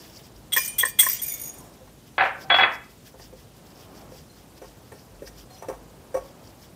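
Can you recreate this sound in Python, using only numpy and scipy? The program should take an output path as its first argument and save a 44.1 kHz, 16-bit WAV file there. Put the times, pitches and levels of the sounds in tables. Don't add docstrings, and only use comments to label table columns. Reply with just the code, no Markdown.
import sys
import numpy as np
from scipy import signal
from scipy.fft import rfft, irfft, next_fast_len
from scipy.io import wavfile

SR = 44100
rng = np.random.default_rng(int(sys.argv[2]) if len(sys.argv) > 2 else 0)


def pcm_store(signal):
    levels = np.round(np.clip(np.atleast_2d(signal), -1, 1) * 32767)
    wavfile.write(sys.argv[1], SR, levels.astype(np.int16).T)


def gain_from_decibels(decibels):
    exponent = np.asarray(decibels, float) / 20
    return 10 ** exponent


N = 297675

# start_s, short_wires_db, low_cup_ring_db, middle_wires_db, upper_ring_db
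DRAGS = [(0.5772, -6, -33, -20.5, -37), (0.5894, -17, -37, -29.5, -33), (0.6014, -21.5, -39, -31.5, -33),
         (0.6134, -22.5, -42, -31, -34), (0.632, -18, -46, -39, -29), (0.646, -16, -45, -26.5, -28),
         (0.656, -17, -46.5, -33.5, -29), (0.676, -16, -48, -44.5, -23), (0.7005, -34, -47.5, -53, -32),
         (0.7344, -48.5, -47.5, -38.5, -48), (0.812, -14.5, -30.5, -33, -28),
         (0.8497, -23.5, -28.5, -39.5, -17.5), (0.8584, -18.5, -28.5, -38, -29.5),
         (0.8732, -23, -45, -37, -20.5), (0.883, -17, -41, -44, -25), (0.8964, -32.5, -40.5, -43, -38),
         (0.9094, -36, -53, -51.5, -47.5), (1.0374, -19.5, -34.5, -34, -24.5),
         (1.0474, -16.5, -37, -33, -21), (1.0564, -17.5, -41, -32, -21), (1.064, -12, -36, -38, -21),
         (1.073, -11, -39, -36, -37), (1.0854, -8, -33, -29, -36), (1.0962, -5.5, -34, -28, -24),
         (1.1034, -20, -40, -30, -18), (1.114, -11, -38, -34, -37), (1.13, -11, -46, -27, -37),
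         (1.145, -17, -49, -38, -40), (1.1644, -30, -43, -47, -48), (1.1945, -34, -31, -34, -39)]


def rms_one(x):
    return x / np.sqrt(np.mean(x ** 2) + 1e-20)


def in_time(rows):
    s, *columns = np.transpose(rows)
    return [np.interp(np.arange(N) / SR, s, c, left=-120, right=-120) for c in columns]


def band(x, low_hz, high_hz):
    return signal.sosfilt(signal.butter(2, [low_hz, min(high_hz, .45 * SR)], "band", fs=SR, output="sos"), x)


def tone(hz, count):
    return np.sin(2 * np.pi * hz * np.arange(count) / SR)


def flicker(db, rate, count):
    r = np.exp(-80 * np.pi * rate / SR)
    slow = signal.lfilter([1], [1, -2 * r, r * r], rng.standard_normal(count // 40 + 2002))[2000:]
    return np.interp(np.arange(count) / 40, np.arange(len(slow)), gain_from_decibels(db * rms_one(slow)))


def coloured(spectrum, patchy_db, source):
    hz, db = np.transpose(spectrum)
    edges = np.geomspace(hz[0], hz[-1], int(3 * np.log2(hz[-1] / hz[0])) + 2)
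    out = 0
    for k, (low, high) in enumerate(zip(edges, edges[1:])):
        level = gain_from_decibels(np.interp(np.log(low * high) / 2, np.log(hz), db))
        wander = flicker(patchy_db, 34.0, count=source.shape[1])
        out = out + level * wander * band(source[k % 2], low, high)
    return rms_one(out)


def contact(times, db, length_s, rise_s, count=N):
    marks = np.zeros(count)
    marks[(np.asarray(times) * SR).astype(int)] = gain_from_decibels(db)
    fall, rise = np.exp(-1 / (np.maximum([length_s, rise_s], 1e-4) * SR))
    return signal.lfilter([1 - rise], np.convolve([1, -fall], [1, -rise]), marks + 1e-18)


def strike(times, band_db, edges_hz, modes, length_s, rise_s, spread_db, split=0.):
    grit_share = .3
    modes, out = np.array(modes), np.zeros(N)
    register = np.searchsorted(edges_hz, modes[:, 0])
    luck_db = abs(spread_db) * rng.standard_normal((len(times), len(modes)))
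    first = int(times[0] * SR)
    span = min(int(times[-1] * SR) + SR // 2, N) - first
    samples = max(length_s, 1e-4) * SR
    grit = rng.standard_normal(N + SR) * np.sqrt(1 / samples)
    for k, (hz, db, t60) in enumerate(modes):
        push_db = band_db[:, register[k]] + db + luck_db[:, k]
        push = contact(times - times[0], push_db, length_s, rise_s, count=span)
        clean = np.cos(2 * np.pi * hz * np.arange(span) / SR) / samples
        push = push * (grit_share * grit[first + 997 * k:][:span] + clean)
        r = gain_from_decibels(-60 / (t60 * SR))
        for w in 2 * np.pi * hz * (1 + split * np.array([-1, 1])) / SR:
            out[first:first + span] += signal.lfilter([0, np.sin(w)], [1, -2 * r * np.cos(w), r * r], push)
    return out


def grains(per_s, spread, count=N):
    sizes = gain_from_decibels(spread * np.minimum(rng.exponential(1, count), 5))
    sizes = sizes * rng.choice([-1, 1], count)
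    return sizes * (rng.random((2, count)) < per_s / SR) + 1e-18


def background():
    # start_s, level_db
    murmur = [(0.0, -44.5), (0.38, -48.5), (0.77, -44.5), (0.98, -49.5), (1.61, -41.5), (2.01, -53),
              (2.22, -48.5), (2.4, -41.5), (2.65, -41), (2.84, -53), (3.48, -49.5), (4.02, -39.5),
              (4.23, -48.5), (5.58, -46), (6.35, -43.5), (6.75, -48)]
    # start_s, level_db
    leans = [
        (0.3, -50),
        (0.72, -49),
        (1.299, -54.5),
        (3.95, -50),
        (5.1, -41),
        (5.499, -62),
        (6.399, -58),
    ]
    # pitch_hz, level_db per Hz
    hush = [(41, -43), (70, 1), (121, 5), (343, -4.5), (813, -17.5), (2110, -20.5), (3100, -19),
            (3720, -20), (5000, -21), (10300, -23), (14200, -27.5), (15900, -34.5)]
    whine_hz, whine_width_hz = 14450, 70
    low_db, = in_time(murmur)
    lean = contact(*np.transpose(leans), length_s=0.107, rise_s=.08)
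    white = rng.standard_normal((5, N))
    hum = gain_from_decibels(-62) * flicker(1.3, 3, count=N) * np.sqrt(2) * tone(53.3, N)
    rumble = (gain_from_decibels(-74.0) + lean) * rms_one(band(white[0], 44, 55))
    low = gain_from_decibels(low_db - 7.5) * rms_one(band(white[1], 120, 810))
    whine = gain_from_decibels(-70) * rms_one(band(white[2], whine_hz - whine_width_hz, whine_hz + whine_width_hz))
    return gain_from_decibels(-51) * coloured(hush, 1.4, white[3:]) + hum + rumble + low + whine


def flour():
    # middle_s, length_s, level_db
    pour = [
        (0.045, 0.17, -50.5),
        (0.182, 0.074, -51.5),
        (0.26, 0.053, -54.5),
        (0.37, 0.044, -58.5),
    ]
    # middle_s, length_s, level_db
    stir = [(1.748, 0.046, -59), (2.079, 0.031, -57), (2.255, 0.067, -54), (2.422, 0.057, -49),
            (2.584, 0.062, -48), (2.741, 0.042, -48), (2.844, 0.022, -60), (2.912, 0.033, -55.5),
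            (3.073, 0.043, -48.5), (3.234, 0.072, -51.5), (3.392, 0.082, -58.5), (3.574, 0.036, -57),
            (3.665, 0.022, -54), (3.71, 0.05, -59), (3.813, 0.088, -53), (3.99, 0.089, -53.5),
            (4.172, 0.1, -53.5), (4.378, 0.082, -57.5), (4.578, 0.025, -53), (4.683, 0.075, -58.5),
            (4.867, 0.11, -63), (5.001, 0.12, -59), (5.277, 0.033, -50), (5.397, 0.063, -49.5),
            (5.56, 0.087, -55), (6.266, 0.085, -56), (6.475, 0.083, -58.5), (6.634, 0.065, -53.5)]
    # pitch_hz, level_db per Hz
    swish_colour = [(1500, 1), (2500, -3), (3200, 6.5), (3900, -15), (4800, 15.5), (5900, -8), (7200, -1),
                    (9000, -5.5)]
    s = np.arange(0, N + 64, 64) / SR
    middle, length, stroke_db = np.transpose(pour + stir)[:, :, None]
    bell = np.exp(-2 * ((s - middle) / (0.74 * length)) ** 2)

    def strokes(offset_db):
        return np.interp(np.arange(N) / SR, s, (gain_from_decibels(stroke_db + offset_db) * bell).sum(axis=0))

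    powder = grains(9000, spread=2.86)
    swish = strokes(0.5) * coloured(swish_colour, 3.05, powder)
    air = strokes(-5) * rms_one(band(powder[1], 9000, 16000))
    return swish + air


def blend(first_db, second_db, share, colour_db):
    return np.outer(first_db, share) + np.outer(second_db, 1 - np.array(share)) + colour_db


def touches():
    # start_s, push_into_cup_db, clash_of_wires_db
    raps = np.array([(0.5204, -5, -46), (0.526, -12, -25), (0.5327, -16.5, -14), (0.5487, -15.5, -34),
                     (0.5624, -63, 3.5), (0.5654, -24.5, -26), (0.782, -24, -4.5), (0.7863, -14.5, -25.5),
                     (0.794, -16.5, -6), (0.806, -9, -53), (0.823, -18, -41.5), (.84, -23, -46),
                     (0.984, -35.5, -24.5), (0.9876, -13.5, -11), (0.99, -8, -9.5), (0.995, -15.5, -9),
                     (1.002, -15, 0), (1.013, -23.5, -7.5), (1.0227, -40.5, -3.5), (1.031, -25.5, -6),
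                     (1.188, -30.5, -42)])
    cup_share = [0.82, 0.56, 0.52, 0.28]
    rap_colour_db = [-2, -18, -3, 1.5]
    drag_colour_db = [-3.5, -3, -4.5, -4.5]
    drags = np.array(DRAGS)
    s = np.r_[raps[:, 0], drags[:, 0]]
    rap_db = blend(raps[:, 1], raps[:, 2], cup_share, rap_colour_db)
    drag_db = drags[:, [2, 3, 4, 1]] + drag_colour_db
    crack_db = np.r_[raps[:, 2], drags[:, 1] + 3]
    order = np.argsort(s)
    return s[order], np.vstack([rap_db, drag_db])[order], crack_db[order]


def shimmer(x, count):
    out, first, last = np.zeros(N), int(.5 * SR), 2 * SR
    r = gain_from_decibels(-60 / SR / 0.081)
    pitches = np.geomspace(2200, 15300, count) * rng.uniform(.975, 1.025, count)
    for hz, db in zip(pitches, rng.normal(0, 4, count)):
        w = 2 * np.pi * hz / SR
        out[first:last] += signal.lfilter([0, gain_from_decibels(db) * np.sin(w)], [1, -2 * r * np.cos(w), r * r], x[first:last])
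    return out


def whisk_on_cup():
    # start_s, level_db, short_wires_extra_db, middle_wires_db
    jingles = np.array([(1.2163, -36, 16, -40), (1.23, -31, 7, -31), (1.261, -33, 8.5, -39),
                        (1.279, -34, 15, -38), (1.2945, -35, 0, -34), (1.317, -33, 11, -35),
                        (1.337, -28.5, 6.5, -38), (1.358, -45, 7, -40), (1.3743, -42, 10, -42),
                        (1.394, -32, 3, -34), (1.4127, -35, 11, -36), (1.434, -30, 4, -33),
                        (1.454, -33, 2, -40), (1.4723, -30, 4, -41), (1.4912, -35, -6, -44),
                        (1.536, -37, -2, -42), (1.58, -37, -6, -50), (1.5994, -49, 3, -58)])
    jingle_colour_db = [-22, -8.5, -1, -10.5]
    edges_hz = [4200, 7500, 10900]
    # pitch_hz, level_db, ring_s (time to fall 60 dB)
    cup_modes = [(2060, -9, 0.019), (3340, 4.5, 0.023), (6080, 6.5, 0.049), (5550, -3.5, 0.051),
                 (8450, 10.5, 0.028), (9810, -1, 0.061), (12930, -1.5, 0.025), (13900, -5.5, 0.024),
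                 (15150, -5.5, 0.049)]
    # pitch_hz, level_db, ring_s
    pressed_modes = [(5700, 5, 0.09), (5820, -14, 0.112), (6600, 0.5, 0.17), (6680, -6.5, 0.13),
                     (7380, -30.5, 0.091), (8743, -2, 0.17), (9200, -5, 0.0682), (10880, -8.5, 0.078),
                     (12500, -15, 0.099), (13000, -8, .04), (13760, 3, .025), (13940, -2.5, 0.0491),
                     (14700, -5.5, .05), (14870, -13, 0.078)]
    # pitch_hz, level_db, ring_s
    free_modes = [(3500, -16, 0.22), (4970, -21, 0.34), (5400, -30, 0.12), (5770, -19, 0.16),
                  (5880, -15, 0.072), (6640, -3, 0.081), (6753, -7.5, 0.36), (8900, -20.5, 0.31),
                  (9270, -9, 0.23), (9510, -9.5, 0.12), (11160, -14, 0.13), (14690, -8, 0.11)]
    # pitch_hz, level_db, ring_s
    shaking_modes = [(8500, -0.5, 0.059), (10700, -10, .1), (12640, -3, 0.16), (13733, 0, .06),
                     (13900, 3.5, 0.11)]
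    # pitch_hz, level_db, ring_s
    clink_modes = [(13330, 4.5, 0.022), (13520, 1, .03)]
    # start_s, low_db, middle_db, upper_db
    tocks = np.array([(0.5625, -35, -27, -22.5), (0.5703, -32, -29.5, -11), (0.583, -38.5, -27.5, -23.5),
                      (0.831, -27.5, -24.5, -19), (0.834, -33.5, -34, -23), (0.8495, -35, -29, -27),
                      (0.859, -40.5, -40, -31), (0.867, -50, -50, -34), (1.029, -40, -36.5, -28.5),
                      (1.042, -50, -46, -37.5), (1.0635, -34, -26, -22), (1.069, -42, -42, -30)])
    # pitch_hz, level_db, ring_s
    hollow_modes = [(496.5, 6, 0.018), (575, -1, 0.032), (1044, 5, 0.049), (1095, -3, 0.04),
                    (1768, 10.5, 0.01575), (1869, 11, 0.015)]
    # start_s, level_db
    scrape = [
        (0.5, -65),
        (0.58, -18.5),
        (0.71, -27.5),
        (0.876, -40.5),
        (1.06, -32.5),
        (1.165, -18.5),
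        (1.205, -32),
        (1.222, -23.5),
        (1.7, -40),
    ]
    # pitch_hz, level_db per Hz
    scrape_colour = [(710, -66.5), (1200, -16), (2340, 1), (2640, -34), (3450, 16), (3930, -19),
                     (5790, 0.5), (12100, -1.5), (13600, 6.5), (15800, -12)]

    rap_s, rap_db, clash_db = touches()
    drags = np.array(DRAGS)
    jingle_s = jingles[:, 0]
    bite_db = jingles[:, 1] + jingles[:, 2]
    jingle_db = np.c_[jingles[:, [1, 1, 3]], bite_db] + jingle_colour_db
    cup = gain_from_decibels(-1.0) * strike(rap_s, rap_db, edges_hz, cup_modes,
                             length_s=0.0083, rise_s=0.0017, spread_db=4.0, split=0.0069)
    pressed = gain_from_decibels(-13.5) * strike(rap_s, rap_db, edges_hz, pressed_modes,
                                  length_s=0.0053, rise_s=0.00075, spread_db=6.0, split=0.001)
    free = gain_from_decibels(4.5) * strike(jingle_s, jingle_db, edges_hz, free_modes,
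                             length_s=.0035, rise_s=0.00015, spread_db=4.5, split=0.00068)
    shaking_db = -12 + jingles[:, 1:2] / 2 - 130 * (jingles[:, :1] - jingle_s[0])
    free += strike(jingle_s, shaking_db, [], shaking_modes,
                   length_s=.0035, rise_s=.0002, spread_db=-1.0, split=0.00032)
    free += strike(jingle_s, bite_db[:, None], [], clink_modes,
                   length_s=0.0063, rise_s=.0015, spread_db=0.5, split=0.0024)
    free += strike(drags[:, 0], drags[:, 1:2] - 9, [], clink_modes,
                   length_s=0.003, rise_s=.0009, spread_db=2.5, split=0.0045)
    hollow = gain_from_decibels(-1.0) * strike(tocks[:, 0], tocks[:, 1:], [800, 1400], hollow_modes,
                                length_s=0.0017, rise_s=0.00152, spread_db=1.85, split=0.004)
    cracks = contact(rap_s, clash_db - 22.5, 0.0057, 0.0012)
    cracks += contact(jingle_s, bite_db - 24, 0.0078, 0.00087)
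    rub = gain_from_decibels(in_time(scrape)[0] - 19.5)
    grit = np.resize(coloured(scrape_colour, 1.5, grains(6000, spread=3.3, count=2 * SR)), N)
    scratch = (cracks + rub) * grit
    hiss = gain_from_decibels(-2.5) * scratch + gain_from_decibels(-41) * shimmer(scratch, count=48)
    return band(cup + hollow, 376, 22100) + pressed + free + hiss


def songs():
    # start_s, pitch_hz, level_db, ring_s
    lone_tones = [(0.574, 2403, -25, 0.32), (.672, 2430, -38.5, 0.49), (.575, 3035, -41, 1),
                  (.577, 5020, -28.5, 0.28), (.588, 9200, -30, 0.38), (.676, 9100, -27, 0.2),
                  (.8, 2406, -43, 1), (.86, 4700, -42.5, 0.32), (1.0, 2270, -36, 0.5),
                  (1.075, 4890, -34.5, 0.46), (1.14, 12000, -46, 0.18), (1.14, 9200, -44, .2),
                  (1.235, 2400, -43, 0.48), (1.3, 2213, -42.5, 0.55), (1.6, 1016, -54, 0.63),
                  (2.301, 1540, -38, 0.6), (2.38, 570, -39.5, 0.12), (2.44, 770, -32, 0.15),
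                  (2.62, 3360, -40.5, 0.27), (2.183, 740, -19, .14), (2.211, 710, -20, 0.2),
                  (2.502, 2035, -19, 0.085), (2.633, 2035, -26, .07), (2.2, 2035, -33, 0.11),
                  (2.515, 700, -12.5, 0.11), (2.543, 2700, -19, .1), (2.584, 2035, -15, 0.18),
                  (5.685, 520, -26, 0.084), (5.715, 1085, -39, .08), (1.3, 3560, -45.5, 0.47),
                  (1.26, 4900, -41, .3), (1.27, 5960, -36, 0.27), (6.148, 1115, -34, 0.27),
                  (6.19, 570, -41, .3), (6.143, 900, -27, 0.063), (6.162, 700, -22, 0.076),
                  (5.503, 4210, -46, 0.13), (5.545, 4190, -52, 0.13), (5.505, 750, -48, 0.35)]
    rise_s, beat_hz, beat_depth = 0.00595, 23, 0.39
    out, t = np.zeros(N + SR), np.arange(SR // 2) / SR
    luck = rng.uniform(.5, 1.5, (len(lone_tones), 2))
    for (s, hz, db, t60), (pace, phase) in zip(lone_tones, luck):
        fade = gain_from_decibels(db - 60 * t / t60)
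        beat = 1 + beat_depth * np.sin(2 * np.pi * (beat_hz * pace * t + phase))
        swell = 1 - np.exp(-t / rise_s)
        out[int(s * SR):][:len(t)] += fade * swell * beat * np.sin(2 * np.pi * hz * t)
    return out[:N]


def bowl():
    # start_s, board_thud_db, glass_ring_db, wire_edge_db
    hits = np.array([(1.812, -38, -68, -67.5), (1.871, -62, -43, -48.5), (3.139, -39, -38, -68),
                     (3.194, -44, -36.5, -42.5), (3.324, -32.5, -43, -56), (4.118, -32, -55.5, -48),
                     (4.616, -24.5, -32.5, -43), (4.641, -59, -41, -48), (4.917, -32, -32.5, -41),
                     (5.219, -23.5, -56, -45), (5.27, -53, -48, -40), (5.503, -55, -45, -47),
                     (5.621, -34, -26.5, -39), (5.643, -60, -40, -64), (5.683, -15, -25.5, -35),
                     (5.696, -33, -27.5, -44), (5.724, -58, -31.5, -48), (6.141, -19.5, -35, -34.5),
                     (6.148, -15.5, -30, -56), (6.165, -37.5, -26, -38.5)])
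    # pitch_hz, level_db, ring_s
    bowl_modes = [(405, -5, 0.041), (449, 1.5, 0.019), (525.6, 5.5, 0.029), (712, -6, 0.036),
                  (893, 1.5, 0.022), (1090, -8, 0.04), (1590, 3, .015), (1850, 7.5, 0.014),
                  (2290, 1, 0.023), (2620, -5.5, 0.029)]
    # start_s, level_db, pitch_hz (region)
    pings = np.array([
        (4.293, -45, 4200),
        (5.234, -45.5, 9300),
        (5.272, -52, 6200),
        (5.5294, -43.5, 6700),
        (5.5568, -56, 5550),
        (5.5794, -48, 6060),
    ])
    # pitch_hz, level_db, ring_s
    wire_modes = [(4182, 1.5, 0.15), (6100, -1.5, 0.026), (5850, 3.5, 0.06), (8770, 2, 0.069),
                  (11800, -5, .1), (14400, -14, .06)]
    ping_db = pings[:, 1:2] - 12 * abs(np.log2(pings[:, 2:] / [4200, 5800, 9400]))
    hit_s = hits[:, 0]
    body = gain_from_decibels(-3.0) * strike(hit_s, hits[:, 1:], [620, 1350], bowl_modes,
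                              length_s=0.011, rise_s=0.001, spread_db=-1.0, split=0.0043)
    white = rng.standard_normal((2, N))
    puff_noise = rms_one(band(band(white[0], 270, 1250), 250, 1320))
    puff = contact(hit_s, hits[:, 2] - 11, 0.017, 0.0034) * puff_noise
    heave = contact(hit_s, 0.32 * hits[:, 1] - 31, 0.016, 0.047) * tone(51.8, N)
    rattle = gain_from_decibels(-4) * strike(hit_s, hits[:, 3:], [], wire_modes[1:4],
                              length_s=.01, rise_s=.002, spread_db=3, split=.025)
    tick = contact(hit_s, hits[:, 3] - 12, 0.018, 0.0015) * rms_one(band(white[1], 1200, 19000))
    sung = gain_from_decibels(1) * strike(pings[:, 0], ping_db, [4800, 7500], wire_modes,
                           length_s=0.02, rise_s=.0028, spread_db=3, split=.004)
    return band(body + puff, 220, 7600) + heave + rattle + tick + sung


def taps():
    # start_s, level_db
    hard_points = [
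        (2.1815, -6),
        (2.1895, -12),
        (2.209, -7),
        (2.2135, -9),
        (2.2525, -11),
        (2.261, -9),
        (2.5032, -12),
        (2.5435, -8),
        (2.633, -5),
        (2.6395, -6.5),
    ]
    s, db = np.transpose(hard_points)
    clicks = contact(s, db, .0001, .0001)
    return -gain_from_decibels(10) * band(band(clicks, 700, 3542), 273, 4600)


def cup_set_down():
    # start_s, clatter_db, clear_ring_db, low_body_db, mid_body_db
    hits = np.array([(2.18, -1, -27, -2.5, -1.5), (2.195, -8, -49.5, -7, -7.5), (2.206, -6, -30, -7.5, -2),
                     (2.221, -9.5, -50.5, 0, -15), (2.236, -15, -46.5, -7.5, -15.5),
                     (2.254, -14.5, -51.5, -13, -17.5), (2.264, -13.5, -56, -18, -16.5),
                     (2.496, -20.5, -31, -34, -24.5), (2.5, -2, -11.5, -3.5, -0.5),
                     (2.51, -13, -21.5, -1.5, -8.5), (2.52, -16.5, -13, -4, -4.5),
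                     (2.541, -0.5, -8.5, -13.5, -1), (2.563, -13, -14, -5.5, -17),
                     (2.585, -4.5, -21, -0.5, -2), (2.594, -10.5, -24.5, -7, 1),
                     (2.608, -4.5, -8.5, -6, -5), (2.622, -11, -20, -18, -10.5),
                     (2.632, -2.5, -34.5, -13, 2), (2.642, -12.5, -20, -17, -4)])
    body_colour_db = [-10, -5]
    # pitch_hz, level_db, ring_s
    counter_modes = [(546, -7.5, 0.15), (698, -6, .07), (763.5, 5.5, 0.06), (819, -3, 0.0693),
                     (947, -17.5, 0.092), (1090, -4.5, 0.088), (1222, -10, 0.073), (1337, -7.5, 0.11),
                     (1527, -0.5, 0.065), (1665, -3, 0.13), (1763, -1.5, 0.049), (2020, -1.5, 0.045),
                     (2282, -3, 0.067), (2580, 1, 0.041)]
    # pitch_hz, level_db, ring_s
    ring_modes = [(3365, 2.5, .13)]
    # pitch_hz, level_db per Hz
    clatter_colour = [(250, -14), (500, -11), (800, -2), (2100, -3.5), (2900, -14), (4000, -54.5),
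                      (4900, -37)]
    hit_s, hit_db = hits[:, 0], hits[:, 1]
    body = gain_from_decibels(-10.0) * strike(hit_s, hits[:, 3:] + body_colour_db, [1250], counter_modes,
                               length_s=0.0036, rise_s=0.00022, spread_db=3.5, split=0.0098)
    clear = gain_from_decibels(-8) * strike(hit_s, hits[:, 2:3], [], ring_modes,
                             length_s=.003, rise_s=.0008, spread_db=0, split=.0002)
    noise = np.resize(coloured(clatter_colour, 1.5, rng.standard_normal((2, SR))), N)
    blow = contact(hit_s, hit_db - 14, 0.0035, 0.000826)
    buzz = contact(hit_s, hit_db - 25, 0.038, 0.00406)
    clatter = (blow + buzz) * noise
    thump = contact(hit_s, hit_db - 42, 0.027, 0.005) * rms_one(band(rng.standard_normal(N), 72, 390))
    chink_noise = rms_one(band(rng.standard_normal(N), 2600, 4006))
    chink = contact(hit_s, 0.344 * hits[:, 2] + hit_db - 22, 0.015, .0004) * chink_noise
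    snap_noise = rms_one(band(band(rng.standard_normal(N), 3600, 5250), 3600, 5250))
    snap = contact(hit_s, hit_db - 41, 0.0022, .0003) * snap_noise
    mids = signal.sosfilt(signal.butter(4, 280, "high", fs=SR, output="sos"), body + clear + clatter)
    soft_edge = signal.ellip(6, 1, 50, 4700, fs=SR, output="sos")
    return signal.sosfilt(soft_edge, thump + chink + snap + mids + taps())


def kitchen(x):
    t60_s, wall_cut_hz = 0.39, 15000
    size = next_fast_len(N + SR // 2)
    hz, tail = np.arange(size // 2 + 1) * SR / size, 0
    loss = np.log(1000) / t60_s * (1 + (hz / wall_cut_hz) ** 2) + 2j * np.pi * hz
    for k, lag_s in enumerate(rng.uniform(.011, .05, 20)):
        loop = np.exp(-loss * lag_s)
        tail = tail + (-1) ** k * loop / (1 - loop)
    return irfft(rfft(x, size) * tail, size)[:N] * np.sqrt(8 / 20)


def scene():
    near, side, knocks = whisk_on_cup(), cup_set_down(), bowl()
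    wet = kitchen(gain_from_decibels(-27) * near + gain_from_decibels(-15.0) * band(side, 300, 2900) + gain_from_decibels(-19) * knocks)
    return (near + side + knocks + wet + songs() + flour() + background())[None]


def low_pass(x):
    return signal.sosfilt(signal.butter(12, 16450, fs=SR, output="sos"), x)


def record(dry):
    lean = signal.sosfilt(signal.butter(3, 40, "high", fs=SR, output="sos"), dry)
    cut = signal.sosfilt(signal.ellip(10, .5, 50, 15620, fs=SR, output="sos"), lean)
    return low_pass(np.clip(cut, -1, 1))


dry = scene()
out = record(dry)
pcm_store(out)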